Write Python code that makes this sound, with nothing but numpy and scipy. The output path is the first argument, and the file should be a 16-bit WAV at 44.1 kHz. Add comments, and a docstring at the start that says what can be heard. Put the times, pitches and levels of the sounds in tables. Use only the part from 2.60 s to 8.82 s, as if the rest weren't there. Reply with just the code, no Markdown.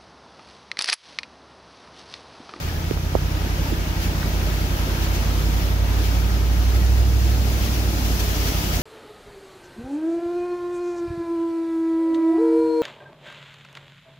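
"""V8 truck wading through a flood

Heard on a hand-held phone in the cabin as the truck creeps along. Engine orders boom while the
revs rise and fall; water rumbles on the floor pan, sprays and bubbles past the doors and splashes
once against the body. Early on, the phone takes a few dull taps near its right microphone."""
import sys
import numpy as np
from scipy import signal
from scipy.fft import rfft, irfft, next_fast_len
from scipy.io import wavfile
from scipy.ndimage import uniform_filter1d

SR = 44100
rng = np.random.default_rng(int(sys.argv[2]) if len(sys.argv) > 2 else 0)


def unload_wav(signal):
    """Save mono or channel-first audio to the path in sys.argv[1] as 16-bit WAV at rate SR, clipped to [-1, 1]."""
    wavfile.write(
        sys.argv[1],
        SR,
        np.round(np.clip(np.atleast_2d(signal).T, -1, 1) * 32767).astype(np.int16),
    )


N = 274302

# Stereo image of the low end at the two microphones. 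Each row: frequency in Hz, left minus right
# in dB, left phase lead in radians, correlation.
LOW_END_IMAGE = [(45, -2.8, .4, .99), (65, -2.8, .4, .99), (90, -.3, .35, .99), (170, .7, .1, .98),
                 (300, .8, .1, .93), (600, 1.5, .2, .85)]
# Spray at the doors. Each row: time in seconds, level in dB, extra treble fizz in dB.
SPRAY_ENVELOPE = [(0, -41, -2), (.3, -44, -.5), (.6, -42.5, -2), (.8, -40.5, -2.5), (1.1, -40.5, -1),
                  (1.3, -41, -1.5), (1.6, -40.3, -0.5), (2.45, -39, -1), (3.03, -40.5, .5), (3.2, -41, -2),
                  (3.45, -40, 0.5), (3.87, -42, -.5), (4.05, -41.5, 1), (4.5, -43, 2), (5.1, -40, 3),
                  (5.3, -42, 4), (5.45, -41, 5), (5.95, -38.5, 4), (6.22, -40.5, 5)]


def amp(db):
    """Decibels to gain."""
    return 10 ** (np.asarray(db) / 20)


def unit_rms(x):
    """Scales to an rms of one."""
    return x / np.sqrt(np.mean(x ** 2) + 1e-20)


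def at_hz(rows, hz, column=1):
    """A table column, interpolated on a log-frequency axis."""
    rows = np.array(rows, float)
    return np.interp(np.log(hz + 1), np.log(rows[:, 0] + 1), rows[:, column])


def at_time(rows, t):
    """The columns of an envelope table at times t."""
    times, *columns = np.transpose(rows)
    return [np.interp(t, times, column) for column in columns]


def drift(t, slow_hz, fast_hz):
    """A random wobble: sines of random phase, the slowest strongest."""
    hz = np.geomspace(slow_hz, fast_hz, num=16)
    sines = np.sin(2 * np.pi * (np.outer(t, hz) + rng.random(len(hz))))
    return unit_rms((sines / np.sqrt(hz)).sum(1))


def water_noise(size, left_db, right_db, correlation, lead, band_hz, patchy_db, flicker_db, shape_db):
    """Stereo noise with random patches and broadband flicker; its mid has unit rms within band_hz."""
    hop = size // 4
    frames, hz = N // hop + 5, np.fft.rfftfreq(size, 1 / SR)
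    t = np.arange(frames) * hop / SR
    left_re, left_im, apart_re, apart_im, patches = rng.standard_normal((frames, len(hz), 5)).T
    patches = uniform_filter1d(patches, size=5, axis=0)  # smear over frequency
    patches = unit_rms(uniform_filter1d(patches, size=10, axis=1))  # and over time
    alike = np.clip(correlation(hz), -1, 1)[:, None]
    left = left_re + 1j * left_im
    right = alike * left + np.sqrt(1 - alike ** 2) * (apart_re + 1j * apart_im)
    right *= np.exp(-1j * lead(hz))[:, None]
    spectra = np.array([left * amp(left_db(hz))[:, None], right * amp(right_db(hz))[:, None]])
    spectra *= amp(shape_db(t, hz[:, None]) + patchy_db * patches + flicker_db * drift(t, 2.5, 40.))
    noise = signal.istft(spectra, nperseg=size, noverlap=size - hop)[1][:, :N]
    low, high = (round(edge * N / SR) for edge in band_hz)
    in_band = rfft(noise.mean(0))[low:high]
    return noise / (np.sqrt(2) * np.linalg.norm(in_band) / N)


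def knocks(rows, glide, rise, rough):
    """Short wave packets that sag in pitch, their attack `rise` times quicker than their decay."""
    out = np.zeros((2, N))
    t = np.arange(-2000, 2000) / SR
    for peak_s, db, hz, cycles, pan_db in rows:
        age = hz * t / cycles
        body = -np.cos(2 * np.pi * hz * t * (1 - glide * np.clip(age, -1, 1)))
        body *= 1 + rough * uniform_filter1d(rng.standard_normal(len(t)), size=8)
        envelope = np.exp(-(np.where(t < 0, rise, 1) * 2.67 * age) ** 2 / 2)
        gains = amp([[db + min(pan_db, 0)], [db - max(pan_db, 0)]])
        start = round(peak_s * SR) - len(t) // 2
        out[:, start:start + len(t)] += gains * body * envelope
    return out


def engine():
    """Sines on multiples of the engine cycle; each order wavers as combustion varies."""
    # The driver eases on the throttle, holds and lifts off. Each row: time in seconds, cycle rate
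    # (half the crank speed) in Hz, fifth-order cabin boom in dB, firing order in dB.
    throttle = [(0, 10.3, -37, -30), (.25, 10.32, -33, -28.3), (.62, 10.73, -26.5, -27),
                (1.0, 10.8, -24.3, -28.7), (1.25, 10.77, -27, -29), (1.9, 10.81, -24, -28.5),
                (2.4, 10.81, -24, -28.5), (2.8, 11.11, -21, -27.5), (3.2, 11.35, -20.3, -25.7),
                (3.85, 11.83, -18.7, -30.3), (4.05, 12.05, -17.6, -29.4), (4.35, 12.57, -15.9, -26.8),
                (4.75, 12.6, -18, -30.5), (5.02, 12.57, -21.7, -28.2), (5.4, 11.87, -22.1, -30.8),
                (5.75, 11.24, -24, -29.5), (6.0, 10.86, -27.2, -29.3), (6.22, 10.74, -25, -31.5)]
    # Weaker orders of the uneven exhaust beat. Each row: multiple of the cycle, level at idle in dB,
    # change in dB per Hz of cycle rate away from idle.
    weak_orders = [(3, -50, 6.0), (4, -36, -2.5), (6, -41, .4), (7, -41, 2.0), (9, -50, 6.0),
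                   (10, -45, 3.0), (11, -41, -2.5), (12, -50, 3.0), (13, -40, -3.0), (14, -39, -3.0),
                   (15, -52, 1.5), (16, -39, -4.0)]
    idle_hz = 10.8
    t, control_t = np.arange(N) / SR, np.arange(0, N / SR + .1, .01)
    cycle_hz, boom_db, firing_db = at_time(throttle, control_t)
    unsteady_hz = cycle_hz * (1 + .0015 * drift(control_t, 1.5, 8.))
    turns = np.cumsum(np.interp(t, control_t, unsteady_hz)) / SR
    orders = [(5, boom_db, .3), (8, firing_db, .5)]
    orders += [(order, db + slope * abs(cycle_hz - idle_hz), 1.8) for order, db, slope in weak_orders]
    out = np.zeros((2, N))
    for order, db, waver_db in orders:
        level_db = db + waver_db * drift(control_t, 0.611, 4.5)
        pan_db = at_hz(LOW_END_IMAGE, order * cycle_hz)
        lead = np.interp(t, control_t, at_hz(LOW_END_IMAGE, order * cycle_hz, column=2))
        phase = 2 * np.pi * (order * turns + rng.random())
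        for mic, side in enumerate((.5, -.5)):
            gain = np.interp(t, control_t, np.sqrt(2) * amp(level_db + side * pan_db))
            out[mic] += gain * np.sin(phase + side * lead)
    return out


def floor_wash():
    """Water drumming on the floor pan: a low rumble, nearly alike at both microphones."""
    # The wash builds as the truck wades in. Each row: time in seconds, level in dB.
    swell = [(0, -38.5), (.55, -38), (.95, -35), (2.4, -33.5), (3.3, -34.5), (4.5, -34), (5.3, -32),
             (6.0, -34.5), (6.22, -30.5)]
    # Its tone through the floor. Each row: frequency in Hz, relative spectral level in dB.
    tone = [(20, -40), (35, -9), (55, 0), (90, -5.5), (140, -7.5), (200, -7), (300, -6.5), (400, -12),
            (520, -17), (700, -18), (900, -24.5), (1500, -53)]
    rumble = water_noise(size=4096,
                         left_db=lambda hz: at_hz(tone, hz) + at_hz(LOW_END_IMAGE, hz) / 2,
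                         right_db=lambda hz: at_hz(tone, hz) - at_hz(LOW_END_IMAGE, hz) / 2,
                         correlation=lambda hz: at_hz(LOW_END_IMAGE, hz, column=3),
                         lead=lambda hz: at_hz(LOW_END_IMAGE, hz, column=2),
                         band_hz=(200, 900), patchy_db=0.56, flicker_db=0.48, shape_db=lambda t, hz: 0)
    return amp(at_time(swell, np.arange(N) / SR)[0]) * rumble


def door_spray():
    """Wide hiss of thrown water; fizz and surges take over toward the treble."""
    # Tone at each microphone. Each row: frequency in Hz, relative spectral level in dB.
    left_tone = [(200, -5.5), (450, -2), (750, 3), (1000, -1), (1600, -1.5), (2600, -0.5), (3400, -2),
                 (3900, -4), (5200, -2.5), (6500, -5), (8400, -20), (11000, -11), (13700, -7), (14800, -10),
                 (16000, -8)]
    right_tone = [(200, -5), (450, -1.5), (850, 2.5), (1050, -0.5), (1250, 3), (1700, 1), (2000, -2.5),
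                  (3000, -4.5), (4000, -6), (5200, -8), (7000, -10.5), (9000, -16), (11000, -12.5),
                  (13500, -16), (16000, -10)]
    # Stereo width of the hiss. Each row: frequency in Hz, left-right correlation.
    width = [(300, 0.62), (700, -0.016), (1000, -0.022), (1400, -0.31), (2500, -0.019), (3600, -0.042),
             (16000, -0.011)]
    # Sheets of spray thrown past the doors. Each row: peak time in seconds, treble lift in dB,
    # Gaussian half-width in seconds.
    surges = [(1.44, 4.5, .022), (2.44, 3.5, .015), (2.555, 3, .012), (3.45, 2.5, .015), (4.16, 2, .012),
              (5.05, 2, .012), (5.14, 1.5, .015), (5.454, 2, .008), (5.604, 5.5, .005), (5.88, 3.5, .012),
              (6.155, 3, .015)]

    def treble_db(t, hz):
        """Fizz and surges, faded in up the spectrum."""
        octaves = np.log2(hz / 1550.0 + 1e-9)
        fizz_db = at_time(SPRAY_ENVELOPE, t)[1]
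        surge_db = sum(db * np.exp(-((t - peak_s) / span_s) ** 2 / 2) for peak_s, db, span_s in surges)
        return fizz_db * np.clip(octaves / 2.22, 0, 1) + surge_db * np.clip(octaves + .5, 0, 1)

    hiss = water_noise(size=512,
                       left_db=lambda hz: at_hz(left_tone, hz),
                       right_db=lambda hz: at_hz(right_tone, hz),
                       correlation=lambda hz: at_hz(width, hz), lead=np.zeros_like,
                       band_hz=(900, 2500), patchy_db=0.9, flicker_db=0.26, shape_db=treble_db)
    return amp(at_time(SPRAY_ENVELOPE, np.arange(N) / SR)[0]) * hiss


def bubbles(per_s, below_spray_db, spread_db, cycles):
    """Trapped air ringing briefly as it bursts: rising chirps of many sizes, leaning left or right."""
    strength = amp(spread_db * np.minimum(rng.exponential(1, N), 4))
    bursts = strength * (rng.random(N) < per_s / SR)
    pitches_hz = np.geomspace(350, 6500, num=24)
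    pitch_index = rng.integers(0, len(pitches_hz), N)
    t = np.arange(3000) / SR
    length = next_fast_len(N + len(t))
    spectra = np.zeros((2, length // 2 + 1), complex)
    for k, hz in enumerate(pitches_hz):
        turns = hz * t
        chirp = np.sin(2 * np.pi * turns * (1 + 0.042 * turns / cycles))
        envelope = turns * np.exp(-3 * turns / cycles)
        spectra[k % 2] += rfft(bursts * (pitch_index == k), length) * rfft(chirp * envelope, length)
    froth = irfft(spectra + 0.77 * spectra[::-1], length)[:, :N]  # each side bleeds into the other
    return amp(at_time(SPRAY_ENVELOPE, np.arange(N) / SR)[0] - below_spray_db) * unit_rms(froth)


def cabin_echoes(x, echo_db, t60_s):
    """Glass and trim throw back quick, dense echoes that ripple the spectrum finely."""
    t = np.arange(2500) / SR
    echoes = rng.standard_normal(len(t)) * (rng.random(len(t)) < .06)
    echoes *= amp(-60 * t / t60_s) * (t > .002)
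    response = amp(echo_db) * echoes / np.linalg.norm(echoes) + (t == 0)
    return signal.oaconvolve(x, response[None] / np.linalg.norm(response))[:, :N]


def phone_taps():
    """Dull taps on the phone, close to its right microphone."""
    # Each row: peak time in seconds, peak level on the right in dB, pitch in Hz, decay in cycles,
    # left minus right in dB.
    taps = [(.3101, -13, 2400, 1.2, -20), (.3122, -7, 374, 2.2, -27), (.3185, -17.5, 136, 2.7, -3),
            (.3700, -18, 420, 1.5, -18), (.3749, -17.5, 1280, 2.1, -31), (.5530, 1, 590, 1.74, -36),
            (.5605, -16, 426, 0.79, -20), (1.1232, -12.5, 404, 1.8, -21), (1.1290, -17, 335, 5.9, -14)]
    return knocks(taps, glide=0.39, rise=2.9, rough=.03)


def body_splash():
    """One short, rough slap of water against the body."""
    # Each row: peak time in seconds, level in dB, pitch in Hz, decay in cycles, left minus right in dB.
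    slaps = [(1.631, -23, 1500, 6, -5)]
    return knocks(slaps, glide=.22, rise=1.2, rough=.9)


def scene():
    """Everything that reaches the two microphones; spray and bubbles echo in the cabin."""
    thrown_water = door_spray() + bubbles(per_s=300, below_spray_db=4.5, spread_db=3.5, cycles=15.2)
    thrown_water = cabin_echoes(thrown_water, echo_db=-18, t60_s=.07)
    hits = phone_taps() + body_splash()
    return engine() + floor_wash() + thrown_water + hits


def record(dry):
    """The phone cuts off the top end steeply."""
    lowpass = signal.firwin(2047, cutoff=15760, window=("kaiser", 9), fs=SR)
    return signal.oaconvolve(dry, lowpass[None], "same")


dry = scene()
out = record(dry)
unload_wav(out)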